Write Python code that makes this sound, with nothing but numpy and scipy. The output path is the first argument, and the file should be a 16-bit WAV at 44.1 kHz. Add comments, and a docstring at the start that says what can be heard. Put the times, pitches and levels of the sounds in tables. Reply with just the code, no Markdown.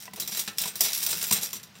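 """Socked feet trample a heap of thin plastic spoons and forks on a carpeted floor, a metre or two from a phone.
From the start: faint shaped-noise background, heap clatter (random ticks ringing a few pieces) and
floor rumble (noise through board modes). Within 0.1 s cracks (gritty noise bursts ringing spoon modes)
and knocks (decaying sines) join. Cracks crowd from 0.2 s, peak near 0.8 and 1.3 s, thin out after 1.6 s.
A small furnished room (decaying noise) answers the plastic throughout."""
import sys
import numpy as np
from scipy import signal
from scipy.fft import rfft, irfft
from scipy.io import wavfile

SR = 44100
rng = np.random.default_rng(int(sys.argv[2]) if len(sys.argv) > 2 else 0)


def voltage_ratio(level):
    """Linear amplitude factor for a level in decibels (scalar or array-like)."""
    return 10 ** (np.asarray(level, float) / 20)


def pcm_store(signal):
    """Save signal as 16-bit PCM."""
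    levels = np.round(np.clip(np.atleast_2d(signal), -1, 1) * 32767)
    wavfile.write(sys.argv[1], SR, levels.astype(np.int16).T)


N = 79380  # samples, 1.8 s
PIECE_N = 8192  # FFT length; a piece's response is half of it
FLOOR_N = 8192  # samples of floor ringing


def unit(x):
    """Scale to rms 1."""
    return x / np.sqrt(np.mean(x ** 2))


def shape(table, hz):
    """Gain at hz from (f/Hz, level/dB) points, linear in log frequency."""
    f_hz, level_db = np.array(table).T
    return voltage_ratio(np.interp(np.log(hz + 1), np.log(f_hz), level_db))


def curve(table):
    """Gain over time from (t/s, level/dB) points."""
    t_s, level_db = np.array(table).T
    return voltage_ratio(np.interp(np.arange(N) / SR, t_s, level_db))


def add(out, start_s, x):
    """Mix x into out at start_s, cut at the end."""
    i = max(int(start_s * SR), 0)
    out[i:i + len(x)] += x[:N - i]


def modes(hz, t60_s, gain, size):
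    """Sum of exponentially decaying sines."""
    t = np.arange(size) / SR
    decay = np.exp(-np.log(1000) * t / np.array(t60_s)[:, None])
    return gain @ (np.sin(2 * np.pi * np.outer(hz, t)) * decay)


def favour(mode_hz, ring_hz):
    """Extra dB for modes near the pitch that the struck spot favours."""
    boost_db, width_oct = 10, 0.073
    return boost_db * np.exp(-(np.log2(mode_hz / ring_hz) / width_oct) ** 2)


# background spectrum: f/Hz, relative level/dB
AIR_COLOUR = [(25, -20), (50, -24), (75, -47), (110, 3), (190, 8.5), (311, -8.5), (1070, -4.5), (3980, -8),
              (6500, -12.5), (10000, -52), (16000, -58)]


def air():
    """Faint steady background of the house: noise with a fixed spectrum."""
    level_db = -56
    hz = np.arange(N // 2 + 1) * SR / N
    spectrum = rfft(rng.standard_normal(N)) * shape(AIR_COLOUR, hz)
    return voltage_ratio(level_db) * unit(irfft(spectrum, N))


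# spoon modes: f/Hz, width/Hz (before the floor in piece()), relative level/dB
SPOON_MODES = [(2830, 170, -7.5), (4047, 40, 4.5), (5095, 43, -12), (5920, 37, 3.5), (7496, 20.3, 6.5),
               (8550, 230, 6), (9070, 100, 4.5), (10660, 14, -34), (11360, 50, -25), (11800, 29, 1),
               (12730, 37, 0), (13400, 130, 7), (14780, 40, 2.5), (15570, 53, 4)]
# snap spectrum: f/Hz, relative level/dB
SNAP_COLOUR = [(180, -47.5), (300, -13), (961, -10.5), (1720, -1), (3890, 6), (4300, 6), (5800, 9),
               (6620, 2.5), (7440, 4.5), (16000, 5.5)]


def piece(tilt_db_per_oct, ring_db, ring_hz):
    """Response of one spoon, energy 1: a causal coloured snap and its own modes, each a close pair."""
    min_width_hz, max_ring_db = 110, 4.5  # ring level is over snap
    gain_scatter_db, pitch_scatter = 3.5, 0.009  # piece to piece; pitch as a share

    def tilt(f):
        return voltage_ratio(tilt_db_per_oct * np.log2(np.clip(f, 500, 16000) / 6000))

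    # minimum-phase snap by folding the cepstrum
    hz = np.arange(PIECE_N // 2 + 1) * SR / PIECE_N
    cepstrum = irfft(np.log(shape(SNAP_COLOUR, hz) * tilt(hz) + 1e-4))
    cepstrum[1:PIECE_N // 2] *= 2
    cepstrum[PIECE_N // 2 + 1:] = 0
    snap = unit(irfft(np.exp(rfft(cepstrum))))[:PIECE_N // 2]

    f, width, db = np.repeat(np.array(SPOON_MODES, float), 2, axis=0).T
    width = np.maximum(width, min_width_hz)
    detune, scatter = rng.standard_normal((2, len(f)))
    gain_db = db + favour(f, ring_hz) + gain_scatter_db * scatter
    gain = np.sqrt(width) * voltage_ratio(gain_db) * tilt(f)
    t60_s = np.log(1000) / np.pi / width
    ring = unit(modes(f * (1 + pitch_scatter * detune), t60_s, gain, PIECE_N // 2))
    both = snap + voltage_ratio(min(ring_db, max_ring_db)) * ring
    return unit(both) / np.sqrt(PIECE_N / 2)


# clatter of the heap: t/s, rms level/dB
CLATTER_LEVEL = [(0, -41.5), (.05, -49.5), (.1, -65), (.19, -48), (.3, -42), (.39, -36), (.45, -42.5),
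                 (.55, -54.5), (.63, -36), (.73, -54), (.79, -40), (.86, -34.5), (1.0, -34.5),
                 (1.12, -30.5), (1.19, -36), (1.29, -35), (1.36, -31), (1.41, -36), (1.45, -36),
                 (1.51, -44), (1.6, -64), (1.72, -66), (1.76, -61), (1.8, -52)]


def clatter(count=24):
    """Many small ticks of pieces rubbing and bouncing, shared among a few pieces."""
    ticks_per_s, tick_decay_s = 600, 0.0014  # rate over all pieces
    scatter_db, max_scatters = 3.5, 2.5
    ring_db, ring_choices_hz = -2.5, (3900., 3900., 5000., 5900., 8450.)
    t = np.arange(1024) / SR
    out = np.zeros(N)
    for _ in range(count):
        hit = rng.random(N) < ticks_per_s / count / SR
        loudness = np.minimum(rng.exponential(size=N), max_scatters)
        ticks = hit * voltage_ratio(scatter_db * loudness)
        burst = rng.standard_normal(len(t)) * np.exp(-t / tick_decay_s)
        response = piece(0.5 * rng.standard_normal(), ring_db, rng.choice(ring_choices_hz))
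        body = unit(signal.fftconvolve(burst, response))
        out += signal.fftconvolve(ticks, body)[:N]
    return unit(out) * curve(CLATTER_LEVEL)


# floor modes, for weight() and knocks(): f/Hz, relative level/dB, t60/s
BOARD_MODES = [(111.3, -7, 0.14), (165, -2, 0.12), (195, 1.5, 0.15), (320, -9.5, 0.089), (445, -3, 0.14),
               (650, -2.5, 0.054), (760, 4.5, 0.051), (1000, 6, 0.039), (1524, -18, 0.066),
               (2010, 2, 0.045), (2590, -1.5, 0.027)]
# rumble of the boards under weight: t/s, rms level/dB
WEIGHT_LEVEL = [(0, -63.5), (.1, -60), (.24, -51.5), (.35, -65), (.44, -62), (.52, -64), (.57, -49.5),
                (.66, -71), (.77, -55), (.88, -75), (.97, -81), (1.12, -48.5), (1.22, -55), (1.36, -58),
                (1.46, -66), (1.57, -55.5), (1.8, -60)]


def weight():
    """Shifting weight: noise rings the floor boards, upper modes weakened above 170 Hz."""
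    f, db, t60_s = np.array(BOARD_MODES).T
    boards = modes(f, t60_s, voltage_ratio(db) / (1 + (f / 170) ** 2), FLOOR_N)
    rumble = signal.fftconvolve(rng.standard_normal(N), boards)[:N]
    return unit(rumble) * curve(WEIGHT_LEVEL)


# cracks: t/s, level/dB (re base_db), burst length/s, treble tilt/(dB/octave),
# ring over snap/dB (before the cap in piece()), favoured ring f/Hz
CRACK_EVENTS = [(0.0224, -32, 0.016, -1.5, -11, 3440), (0.055, -28.5, 0.0076, -3.5, -3.0, 8540),
                (0.135, -21.5, 0.0039, -0.6, -9, 3440), (0.16, -24.5, 0.011, -0.3, -19, 6300),
                (0.1764, -28.5, 0.0092, -12.8, 0, 6120), (0.1985, -11.5, 0.011, 2.1, -3.5, 7300),
                (0.2214, -18.5, 0.0083, 2.3, 5, 4060), (0.2755, -13.5, 0.0067, -0.2, 3.5, 6050),
                (0.32, -14.5, 0.0082, -0.5, -4, 5900), (0.3463, -20, 0.015, -2, 6, 5400),
                (0.37, -12.5, 0.0094, 2.5, 7.5, 6200), (0.3924, -9, 0.01, 1.7, -4, 8400),
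                (0.4623, -45.5, 0.027, -4, -6, 3700), (0.4767, -13, 0.0064, -5.4, -8, 6650),
                (0.574, -24.5, 0.0034, 3.5, -10, 4730), (0.5831, -9, 0.0083, 0.6, -12, 5500),
                (0.6017, -18.5, 0.017, -1.7, 7, 3880), (0.615, -10, 0.009, 3.4, -2.5, 8900),
                (0.6363, -11.5, 0.004, -4.3, 4, 3540), (0.656, -16, 0.01, -1.2, -3.0, 2770),
                (0.6745, -14.5, 0.011, -0.4, 5, 8600), (0.734, -36, 0.011, -6.5, -6, 12900),
                (0.7552, -15.5, 0.0078, 2, 1.5, 6460), (0.8066, -1.5, 0.01, 3.3, -1.5, 11130),
                (0.8144, -11, 0.0041, -3.5, 3, 4990), (0.8354, -11.5, 0.022, 0.8, -4, 12800),
                (0.8495, -14.5, 0.024, -0.3, 11, 5920), (0.8882, -19.5, 0.0079, -2, 6, 4020),
                (0.931, -13, 0.013, 0.7, -13, 12200), (0.9466, -11.5, 0.012, 2.5, -12, 6440),
                (0.974, -11, 0.0098, 3.3, -4, 4200), (1.0265, -10.5, 0.017, 3.2, -9, 5300),
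                (1.063, -8.5, 0.0058, 1.4, 5, 12300), (1.088, -11, 0.009, 3, 9, 5350),
                (1.1042, -13.5, 0.021, 3.3, -2.5, 8400), (1.1285, -10.5, 0.0038, -4.5, -5, 7490),
                (1.149, -45, 0.009, 5, 1, 5940), (1.2137, -12.5, 0.0065, -1.3, -21, 5700),
                (1.2254, -6, 0.0049, 5, 7.5, 11600), (1.2394, -14, 0.009, -0.8, -9, 5130),
                (1.265, -16.5, 0.012, 7, 11, 6920), (1.3107, -1.5, 0.003, -0.6, 2, 4330),
                (1.3231, -3, 0.008, 0.9, 10, 8360), (1.3286, -1.5, 0.0053, 12.5, 3.5, 11800),
                (1.362, -16, 0.013, -3.5, 12, 8060), (1.386, -31, 0.0081, -6, -13, 8400),
                (1.4217, -17.5, 0.013, 2, 7, 12700), (1.4311, -9, 0.0051, 2, 9, 11800),
                (1.4404, -15.5, 0.011, 1.2, 11, 5900), (1.53, -16.5, 0.011, 1.9, 7.5, 6950),
                (1.5544, -21.5, 0.0086, -1.5, -7, 6200), (1.5653, -22, 0.0048, -1.3, 5, 5800),
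                (1.597, -30.5, 0.0074, -4.9, -5, 3700), (1.63, -28, 0.0077, -0.7, 0, 7000),
                (1.67, -39, 0.009, -6.3, -7, 2530), (1.695, -53, 0.0051, -3, -0.5, 4000),
                (1.7526, -38, 0.023, -6.8, 4, 3660)]


def cracks():
    """Each crack is a gritty burst of tiny fractures that dies away and rings one piece."""
    base_db, attack_s = -10, 0.0005
    grit_db, grit_hold = 3.5, 16  # level scatter, redrawn every grit_hold samples
    fall_power = 0.9  # 1 exponential, 2 abrupt
    grit_rms = voltage_ratio(grit_db ** 2 * np.log(10) / 20)
    t = np.arange(PIECE_N // 2) / SR
    out = np.zeros(N)
    for start_s, level_db, length_s, tilt_db, ring_db, ring_hz in CRACK_EVENTS:
        noise = rng.standard_normal(len(t))
        steps = np.repeat(rng.standard_normal(len(t) // grit_hold), grit_hold)
        grit = noise * voltage_ratio(grit_db * steps) / grit_rms
        rise = 1 - np.exp(-t / attack_s)
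        fall = np.exp(-(t / length_s) ** fall_power)
        crack = signal.fftconvolve(grit * rise * fall, piece(tilt_db, ring_db, ring_hz))
        add(out, start_s, voltage_ratio(level_db + base_db) * crack)
    return out


# knocks of a piece on the floor: t/s, peak level/dB, hardness as tilt/(dB/octave), favoured ring f/Hz
KNOCK_EVENTS = [(0.0786, -32.5, 4.5, 934), (.134, -37.5, 1.5, 320), (0.169, -41.5, 2, 444),
                (0.226, -40.5, -0.5, 170), (.29, -40, -2, 230), (0.321, -38, -1.5, 195),
                (0.389, -40.5, 7.5, 197), (.476, -37.5, -7, 192), (.609, -42, -7, 168),
                (0.656, -29, -2.5, 1018), (0.68, -41, -2, 182), (0.805, -29, 2.5, 650), (.858, -34, 5, 444),
                (1.054, -44, -0.5, 166), (1.127, -50.5, 14, 165), (1.3109, -22.5, -4.5, 1000),
                (1.379, -34, -3, 176), (1.534, -41, 4.5, 1000), (1.554, -43, -10, 200)]


def knocks():
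    """Knocks ring the floor boards; low modes build up later."""
    gain_scatter_db, pitch_scatter, rise_cycles = 1.5, 0.021, 0.4
    f, db, t60_s = np.array(BOARD_MODES).T
    rise_t60_s = np.log(1000) * rise_cycles / f
    out = np.zeros(N)
    for start_s, level_db, tilt_db, ring_hz in KNOCK_EVENTS:
        scatter_db = gain_scatter_db * rng.standard_normal(len(f))
        hardness_db = tilt_db * np.log2(f / f[2])
        gain = voltage_ratio(db + favour(f, ring_hz) + scatter_db + hardness_db)
        hz = f * (1 + pitch_scatter * rng.standard_normal(len(f)))
        knock = modes(hz, t60_s, gain, FLOOR_N) - modes(hz, rise_t60_s, gain, FLOOR_N)
        add(out, start_s, voltage_ratio(level_db) * knock / np.abs(knock).max())
    return out


def room(x):
    """Adds a dense noise tail whose treble dies sooner."""
    t60_s, treble_t60_s, split_hz = 0.27, 0.14, 3000
    tail_db, gap_s = -4.5, 0.004
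    t = np.arange(SR // 2) / SR
    noise = rng.standard_normal(len(t))
    low = signal.sosfilt(signal.butter(2, split_hz, fs=SR, output="sos"), noise)
    tail = low * voltage_ratio(-60 * t / t60_s) + (noise - low) * voltage_ratio(-60 * t / treble_t60_s)
    tail = tail * (t > gap_s)
    tail = tail / np.sqrt(np.sum(tail ** 2))
    return x + voltage_ratio(tail_db) * signal.fftconvolve(x, tail)[:N]


def scene():
    """The floor reaches the phone directly; the plastic also rings the room. Neither radiates deep bass."""
    radiation_low_hz = 90
    plastic = room(clatter() + cracks())
    near = plastic + weight() + knocks()
    near = signal.sosfilt(signal.butter(2, radiation_low_hz, "high", fs=SR, output="sos"), near)
    return (near + air())[None]


def top_cut(x):
    """Nothing passes above the cut-off."""
    return signal.sosfilt(signal.butter(12, 16990, fs=SR, output="sos"), x)


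def record(dry):
    """The phone cuts the top and the deep bass."""
    top_hz, low_hz = 15800, 40.5
    x = signal.sosfilt(signal.ellip(10, 0.2, 60, top_hz, fs=SR, output="sos"), dry)
    x = signal.sosfilt(signal.butter(2, low_hz, "high", fs=SR, output="sos"), x)
    return top_cut(x)


dry = scene()
out = record(dry)
pcm_store(out)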